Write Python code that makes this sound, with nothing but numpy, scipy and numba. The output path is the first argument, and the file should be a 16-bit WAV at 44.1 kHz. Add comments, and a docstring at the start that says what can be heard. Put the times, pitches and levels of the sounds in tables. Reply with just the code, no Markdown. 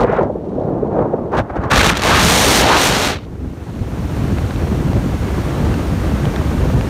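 """Cockpit of a glider in flight: slipstream on a small microphone.
Eddies and single vortices, as filtered noise and chirped sines, first burble over the microphone port.
A fast jet, sputtering broadband noise with narrow-band howls, then hits the port and overloads the input.
It drops away and leaves low noise thumps and churning under a steady hiss, with small dry pops."""
import sys
import numpy as np
from scipy import signal
from scipy.fft import rfft, irfft
from scipy.io import wavfile
from scipy.ndimage import uniform_filter1d
from numba import njit

SR = 44100
rng = np.random.default_rng(int(sys.argv[2]) if len(sys.argv) > 2 else 0)


def dump_mix(stems):
    """Bounce the given channels to the path in sys.argv[1] as a 16-bit WAV at rate SR."""
    frames = np.atleast_2d(stems).T  # one column per channel
    limited = np.clip(frames, -1, 1)  # hard clip at full scale
    pcm = np.round(limited * 32767).astype(np.int16)
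    wavfile.write(sys.argv[1], SR, pcm)


N = 303849


def undb(db):
    """Logarithmic level: decibels become an amplitude gain."""
    return 10 ** (np.asarray(db) / 20)


def unit(x):
    """Normalization: scale a signal to rms 1."""
    return x / np.sqrt(np.mean(x ** 2))


def curves(rows):
    """Linear interpolation: one value per sample for each column after the time."""
    s, *columns = np.transpose(rows)
    return [np.interp(np.arange(N) / SR, s, c) for c in columns]


def gate(start, end, fade):
    """Linear gating: 1 between two times, fading to 0 outside them."""
    t = np.arange(N) / SR
    return np.clip(1 + np.minimum(t - start, end - t) / fade, 0, 1)


def swell(start, end, attack, release):
    """Gaussian envelope: bell-shaped rise to 1 at the start, a hold, a bell-shaped fall from the end."""
    t = np.arange(N) / SR
    rise = np.exp(-(np.minimum(t - start, 0) / attack) ** 2 / 2)
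    fall = np.exp(-(np.maximum(t - end, 0) / release) ** 2 / 2)
    return rise * fall


def flutter(rate, depth_db):
    """Random modulation: low-passed noise makes a gain of rms 1 that changes about `rate` times a second."""
    f = np.fft.rfftfreq(N, 1 / SR)
    spectrum = rfft(rng.standard_normal(N)) / (1 + (f / rate) ** 4)
    walk = unit(irfft(spectrum, N))
    return unit(undb(depth_db * np.clip(walk, -2, 2)))


def noise(colour, band):
    """Spectral shaping: white noise takes on a colour, with rms 1 inside a band."""
    f = np.fft.rfftfreq(N, 1 / SR)
    hz, db = np.transpose(colour)
    spectrum = rfft(rng.standard_normal(N)) * undb(np.interp(np.log(f + 1), np.log(hz), db))
    # roll off beyond both ends of the table
    spectrum *= 1 / (1 + (f / hz[-1] / 2) ** 4) * f / (f + hz[0] / 2)
    inside = spectrum[(f > band[0]) & (f < band[1])]
    return irfft(spectrum, N) * N / np.sqrt(2 * np.sum(np.abs(inside) ** 2))


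@njit
def svf(x, hz, damping):
    """State-variable filtering: two integrators in a loop give low-pass and band-pass at a moving centre."""
    out, band, low = np.empty((2, len(x))), 0., 0.
    for i in range(len(x)):
        g = np.tan(np.pi * hz[i] / SR)
        v = (band + g * (x[i] - low)) / (1 + g * (g + damping))
        out[0, i], out[1, i] = low + g * v, damping * v
        band, low = 2 * v - band, low + 2 * g * v
    return out


def resonate(x, hz, damping):
    """Damped resonance: low-pass and band-pass outputs at a fixed or moving frequency."""
    return svf(x, np.clip(hz * np.ones(N), 10, SR / 2.3), float(damping))


# rush along the canopy in the free stream: (time [s], nominal hiss level [dB])
CANOPY_RUSH = [(3.28, -60.5), (4.17, -45), (5.13, -44.5), (5.56, -41), (5.96, -42.5), (6.15, -41),
               (6.77, -41), (6.85, -43)]
# gusts in the free stream:
# (time [s], Gaussian half length [s], rise of the buffeting [dB], rise of the churning [dB])
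STREAM_GUSTS = [(3.42, 0.092, 5, 1.5), (3.816, 0.028, 8, 4.5), (4.346, 0.14, 3, 1.5), (4.766, .08, 6, 9),
                (4.992, 0.049, 5, 7.5), (5.66, 0.051, 4.5, 9.5), (6.68, .07, 4.5, 7)]
LEE_HISS_DB, CRUISE_HISS_DB = -64, -43  # nominal hiss in the lee; reference hiss in the full stream
# buffeting and churning at the reference hiss [dB], and the dB they gain per dB of rush
STREAM_THUMP_DB, THUMP_FOLLOW = -18.5, 0.75
STREAM_CHURN_DB, CHURN_FOLLOW = -31, 0.43


def stream():
    """Flow-speed scaling: buffeting and churning grow with the rush and swell in gusts.

    Returns the hiss level, the churn level and the power of the thumps."""
    hiss_db, = curves(CANOPY_RUSH)
    thump_db = STREAM_THUMP_DB + THUMP_FOLLOW * (hiss_db - CRUISE_HISS_DB)
    churn_db = STREAM_CHURN_DB + CHURN_FOLLOW * (hiss_db - CRUISE_HISS_DB)
    for s, length, thump_rise_db, churn_rise_db in STREAM_GUSTS:
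        gust = swell(s, s, length, length)
        thump_db = thump_db + thump_rise_db * gust
        churn_db = churn_db + churn_rise_db * gust
    arrived = gate(3.12, 7, fade=.1)
    hiss_db = LEE_HISS_DB + arrived * (hiss_db - LEE_HISS_DB)
    return hiss_db, churn_db, (arrived * undb(thump_db)) ** 2


# colour of the churning: (frequency [Hz], relative spectral level [dB])
CHURN_SPECTRUM = [(120, -18), (260, 2), (360, 0), (500, -5.5), (750, -12), (1200, -22.5), (3000, -40)]
# colour of the rush: (frequency [Hz], relative spectral level [dB])
RUSH_SPECTRUM = [(300, 16.5), (800, 6), (1200, 3), (2000, -4), (3500, -11.5), (6300, -16.5), (9000, -20),
                 (14000, -26), (16000, -28.5)]


def rush(hiss_db, churn_db, lumps, follow=0.65, lee_db=-4, fine_db=1, fine_limit_db=-43.0):
    """Turbulent shear: air hisses along the canopy and churns behind its edge, harder with each buffet."""
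    swirl = flutter(rate=52, depth_db=3.5) * lumps ** follow
    churn = noise(CHURN_SPECTRUM, band=(250, 700)) * swirl * undb(churn_db)
    hiss = noise(RUSH_SPECTRUM, band=(3000, 9000)) * undb(hiss_db)
    # the coarse part of the hiss flickers with the churn; the fine part stays smooth
    coarse = signal.sosfiltfilt(signal.butter(1, 3000, fs=SR, output="sos"), hiss)
    # above the limit the fine part grows no further
    fine = (hiss - coarse) * undb(fine_db + np.minimum(fine_limit_db - hiss_db, 0))
    # in the lee the hiss is duller; it opens up when the free stream reaches the port
    exposed = gate(2.4, 7, fade=.11)
    fine = fine * undb(lee_db * (0.5 - exposed))
    return exposed * churn + coarse * swirl ** 0.22 + fine


# small dry pops: (time [s], rms level over 3 ms [dB])
DRY_POPS = [(4.385, -25), (4.509, -25.5), (4.561, -29), (4.933, -22.5), (5.742, -23.5), (6.255, -22),
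            (6.362, -22), (6.811, -19)]


def pops(low_hz=750, high_hz=3600, decay_s=0.00079):
    """Impulsive excitation: band-limited noise bursts of a few milliseconds poke through the wind."""
    t, out = np.arange(N) / SR, 0
    for s, db in DRY_POPS:
        burst = rng.standard_normal(N) * np.exp(-np.abs(t - s) / decay_s)
        burst = resonate(burst, low_hz, damping=1)[1]
        burst = resonate(burst, high_hz, damping=1.07)[0]
        out = out + burst * undb(db) * np.sqrt(.003 * SR / np.sum(burst ** 2))
    return out


# colour of the buffeting: (frequency [Hz], relative spectral level [dB])
BUFFET_SPECTRUM = [(15, -43), (28, -20.5), (42, -5.5), (65, 2), (120, -2.5), (200, -6.5), (320, -14.5),
                   (600, -41.5), (1500, -68)]


def buffet(power, depth_slope=0.37, full_db=-21):
    """Pressure fluctuation: large eddies thump the diaphragm; the stronger they blow, the deeper they reach."""
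    strength = np.sqrt(power)
    thumps = noise(BUFFET_SPECTRUM, band=(30, 220))
    # the eddies of one gust are about equally strong
    thumps = thumps / np.sqrt(uniform_filter1d(thumps ** 2, size=3000))
    thumps = thumps * flutter(rate=20, depth_db=1.4)
    deep = signal.sosfiltfilt(signal.butter(2, 65, fs=SR, output="sos"), thumps)
    # the deep part keeps its share when the strength is full_db
    deep_gain = (strength / undb(full_db)) ** depth_slope
    return (thumps - deep + deep * deep_gain) * strength


# breeze over the port before the jet arrives: (time [s], mean shedding pitch [Hz], eddy level [dB])
LIGHT_BREEZE = [(0, 840, -19), (.17, 1075, -17.5), (.3, 484, -23.5), (.45, 437, -25.5), (.68, 503, -18.5),
                (1.08, 600, -21.5), (1.27, 505, -22.5), (1.47, 804, -30.5), (1.62, 880, -23)]
# puffs that brush the port: (time [s], Gaussian half length [s], shedding pitch [Hz],
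# eddy level [dB], nominal hiss level [dB], nominal thump level [dB])
BREEZE_PUFFS = [(0.013, 0.022, 710, -9.5, -37, -16), (0.223, 0.014, 600, -11, -54, -25),
                (0.557, 0.1, 512, -33.5, -62.5, -33), (1.002, 0.052, 612, -15, -63, -22),
                (1.348, 0.017, 900, -12.5, -45.5, -26), (1.387, 0.016, 1080, -11.5, -36.5, -16.5),
                (1.504, 0.0055, 964, -21.5, -53, -22), (1.567, 0.0082, 1000, -17.5, -48, -14.5),
                (1.64, 0.011, 960, -20.5, -46, -20.5)]
# the breeze's nominal hiss and thumps, relative to its eddies; faster air hisses more
BREEZE_HISS_DB, HISS_DB_PER_OCTAVE, BREEZE_HZ, BREEZE_THUMP_DB = -50, 15, 517, -9
THUMP_LAG_S, THUMP_RELEASE_S = .012, 0.025  # the big eddies arrive late and linger


def breeze():
    """Vortex shedding: light air and its puffs set a pitch, and the powers of eddies, hiss and thumps."""
    hz, db = curves(LIGHT_BREEZE)
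    eddy = undb(db) ** 2
    hiss = eddy * undb(BREEZE_HISS_DB + HISS_DB_PER_OCTAVE * np.log2(hz / BREEZE_HZ)) ** 2
    thump = eddy * undb(BREEZE_THUMP_DB) ** 2
    # where airs overlap, the pitch is their power-weighted mean
    weighted_hz = hz * eddy
    for s, length, puff_hz, eddy_db, hiss_db, thump_db in BREEZE_PUFFS:
        puff = swell(s, s, length, length)
        power = (puff * undb(eddy_db)) ** 2
        eddy, weighted_hz = eddy + power, weighted_hz + puff_hz * power
        hiss = hiss + (puff * undb(hiss_db)) ** 2
        push = swell(s + THUMP_LAG_S, s + THUMP_LAG_S, length, THUMP_RELEASE_S)
        thump = thump + (push * undb(thump_db)) ** 2
    blowing = gate(0, 1.69, fade=0.069) ** 2
    return weighted_hz / eddy, eddy * blowing, hiss * blowing, thump * blowing


def eddies(hz, power):
    """Vortex shedding: uneven eddies strike the port; faster air sheds smaller ones, so the pitch rises."""
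    hz = hz * flutter(rate=54, depth_db=0.27)
    kicks = rng.standard_normal(N) * flutter(rate=67, depth_db=1.0)
    burble = resonate(kicks, 0.67 * hz, damping=2.2)[1]
    # eddies much smaller than the port cancel across it
    burble = resonate(burble, 1.087 * hz, damping=1.8)[0]
    burble = resonate(burble, 1.85 * hz, damping=1.17)[0]
    return unit(burble / np.sqrt(hz)) * np.sqrt(power)


# lesser vortices: mean level over the breeze, half range of level, middle pitch, Gaussian half length
STRAY_DB, STRAY_SCATTER_DB, STRAY_HZ, STRAY_S = 2, 6, 479, .003


def strays(count=16):
    """Random scattering: lesser vortices through the breeze, as rows like those of the strong ones."""
    times, _, breeze_db = np.transpose(LIGHT_BREEZE)
    when, size, pitch = rng.random((count, 3)).T
    # one at a random moment in each equal slot of a second
    s = .3 + (np.arange(count) + when) / count
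    db = np.interp(s, times, breeze_db) + STRAY_DB + STRAY_SCATTER_DB * (2 * size - 1)
    hz = STRAY_HZ * 2 ** ((pitch - .5) / 2)
    return list(zip(s, db, hz, np.full(count, STRAY_S)))


# strong single vortices; the big slow ones thump:
# (time [s], rms level at the middle [dB], mean pitch at the middle [Hz], Gaussian half length [s])
STRONG_VORTICES = [(.048, -6, 529, 0.0044), (.099, -9.5, 490, .003), (.134, -11, 516, 0.0047),
                   (.194, -7.5, 486, 0.0053), (.235, -9.5, 510, 0.00309), (.302, -12, 530, 0.0027),
                   (.357, -16, 382, .003), (.476, -21, 336, .003), (.586, -15.5, 545, 0.0029),
                   (.612, -16, 506, 0.0025), (.708, -17.5, 560, .004), (.833, -10.5, 507, .003),
                   (.993, -7.5, 487, 0.0028), (1.14, -8.5, 500, 0.0039), (1.81, -10.5, 1902, .006),
                   (1.901, -13, 1747, .008), (4.865, -7, 111, 0.0027), (6.256, -15, 142, 0.0039),
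                   (6.751, -7, 110, .006)]
# a fast vortex falls in pitch as it passes; slow ones hardly do
FALL_OCTAVES_PER_S, FAST_VORTEX_HZ = 110, 1800  # the fall at this pitch


def vortices():
    """Vortex convection: each passing vortex leaves a few uneven pressure cycles, slower as it moves on."""
    t, out = np.arange(N) / SR, np.zeros(N)
    waver = flutter(rate=290, depth_db=2.0)
    rows = list(STRONG_VORTICES) + strays()
    for (s, db, hz, length), start in zip(rows, rng.random(len(rows))):
        near = np.abs(t - s) < 4 * length
        age = t[near] - s
        fall = FALL_OCTAVES_PER_S * (hz / FAST_VORTEX_HZ) ** 2
        pitch = hz * waver[near] * 2 ** np.minimum(-fall * age, 1)
        cycles = start + np.cumsum(pitch) / SR
        envelope = np.exp(-(age / length) ** 2 / 2)
        out[near] += np.sqrt(2) * undb(db) * np.sin(2 * np.pi * cycles) * envelope
    return out


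# the port howls when the jet meets its edge: (time [s], Gaussian half length [s], mean pitch [Hz],
# nominal width of each of two filter passes, before a factor of 1.36 [Hz], level at the middle [dB])
EDGE_HOWLS = [(1.732, 0.018, 1420, 1100, -10.5), (1.814, 0.095, 1280, 1000, -18),
              (2.126, 0.069, 1080, 676, -13.5), (2.663, 0.028, 720, 350, -15.5),
              (2.726, 0.036, 954, 260, -11), (2.743, 0.041, 1340, 300, -17)]


def howls():
    """Edge tone: short, rough tones of narrow-band noise swell out of the jet."""
    t, out = np.arange(N) / SR, 0
    waver = flutter(rate=14, depth_db=0.9)
    for s, length, hz, width, db in EDGE_HOWLS:
        tone = rng.standard_normal(N)
        for _ in range(2):
            tone = resonate(tone, hz * waver, width / hz * 1.36)[1]
        out = out + unit(tone) * undb(db) * np.exp(-((t - s) / length) ** 2 / 2)
    return out * gate(1.712, 3.1, fade=0.013)


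# blasts of the jet: (start [s], end [s], Gaussian attack [s], Gaussian release [s],
# nominal hiss level [dB], nominal top relative to the hiss [dB], nominal thump level [dB])
JET_BLASTS = [(1.713, 1.89, 0.0055, 0.027, -20.5, -1, -14.5), (1.964, 2.005, 0.014, 0.017, -29, -11, -27),
              (1.974, 1.976, 0.0018, 0.0017, -21, 2, -30), (2.058, 2.847, 0.026, 0.063, -20, -2, -15.5),
              (2.946, 3.058, 0.043, 0.059, -23.5, -6, -21), (3.21, 3.25, .004, .004, -49.5, -24, -33)]
# a blast weakens while it lasts, and a howl robs it of its top
HISS_SAG_DB_PER_S, THUMP_SAG_DB_PER_S, HOWL_DULL_DB, DULL_LEAD_S = 0.5, 9, -7.5, 0.0085


def blasts():
    """Jet impingement: each blast strikes, sags and lets go; the powers of its hiss, top and thumps."""
    t, hiss, top, thump = np.arange(N) / SR, 0, 0, 0
    for start, end, attack, release, hiss_db, top_db, thump_db in JET_BLASTS:
        blast = swell(start, end, attack, release)
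        age = np.maximum(t - start, 0)
        power = (blast * undb(hiss_db - HISS_SAG_DB_PER_S * age)) ** 2
        hiss = hiss + power
        # the top dies first, the thumps last
        top = top + power * (swell(0, end, attack, release) * undb(top_db)) ** 2
        push = swell(start + THUMP_LAG_S, end + THUMP_LAG_S, attack, release + THUMP_RELEASE_S)
        thump = thump + (push * undb(thump_db - THUMP_SAG_DB_PER_S * age)) ** 2
    howling = sum(swell(s - DULL_LEAD_S, s - DULL_LEAD_S, length, length) for s, length, *_ in EDGE_HOWLS)
    dulling = undb(HOWL_DULL_DB * np.minimum(howling, 1.2)) ** 2
    return hiss, top * dulling, thump


# colour of the jet: (frequency [Hz], relative spectral level [dB])
JET_SPECTRUM = [(90, -2), (220, 3.5), (500, 3.5), (1000, 0), (2000, -3.5), (3900, -6.5), (6000, -13),
                (9000, -21), (13500, -30), (16000, -35.5)]


def jet(power, top_power, body_db=1.5, top_db=13.5):
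    """Jet noise: the hiss sputters while the jet grazes the port and runs smoother once it blows squarely."""
    hiss = noise(JET_SPECTRUM, band=(2500, 6000))
    body = signal.sosfiltfilt(signal.butter(2, 6000, fs=SR, output="sos"), hiss)
    top = (hiss - body) * np.sqrt(top_power) * undb(top_db)
    body = body * np.sqrt(power) * undb(body_db)
    square = gate(2.21, 3.09, fade=0.16)
    smooth = square * flutter(rate=210, depth_db=1.6)
    grazing = (1 - square) * flutter(rate=180, depth_db=4.5)
    return (body + top) * (smooth + grazing)


BREEZE_TOP_DB = -13.5  # nominal top of the breeze's hiss, relative to that hiss


def scene():
    """Superposition: breeze, jet and free stream in turn at one microphone, all buffeting it in uneven lumps."""
    eddy_hz, eddy_power, breeze_hiss, breeze_thump = breeze()
    blast_hiss, blast_top, blast_thump = blasts()
    rush_db, churn_db, stream_thump = stream()
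    lumps = flutter(rate=14.6, depth_db=1.65)
    burble = eddies(eddy_hz, eddy_power) + vortices()
    top_power = breeze_hiss * undb(BREEZE_TOP_DB) ** 2 + blast_top
    hiss = jet(breeze_hiss + blast_hiss, top_power) + howls()
    thumps = buffet((breeze_thump + blast_thump + stream_thump) * lumps ** 2)
    return (burble + hiss + thumps + rush(rush_db, churn_db, lumps) + pops())[None]


# dips of the microphone's housing: (frequency [Hz], width at half the dB depth [Hz], gain at the centre [dB])
HOUSING_DIPS = [(4970, 530, -3.5), (7720, 590, -3.5), (10440, 980, -5)]
TOP_HZ = 15500


def record(dry, ceiling=0.62, knee=4.5):
    """Filtering and saturation: the housing cuts dips, the input rounds off loud peaks, the top is cut."""
    f = np.fft.rfftfreq(N, 1 / SR)
    dips_db = sum(db / (1 + (2 * (f - hz) / width) ** 2) for hz, width, db in HOUSING_DIPS)
    x = irfft(rfft(dry) * undb(dips_db), N)
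    x = x / (1 + np.abs(x / ceiling) ** knee) ** (1 / knee)
    return signal.sosfilt(signal.ellip(10, .1, 80, TOP_HZ, fs=SR, output="sos"), x)


dry = scene()
out = record(dry)
dump_mix(out)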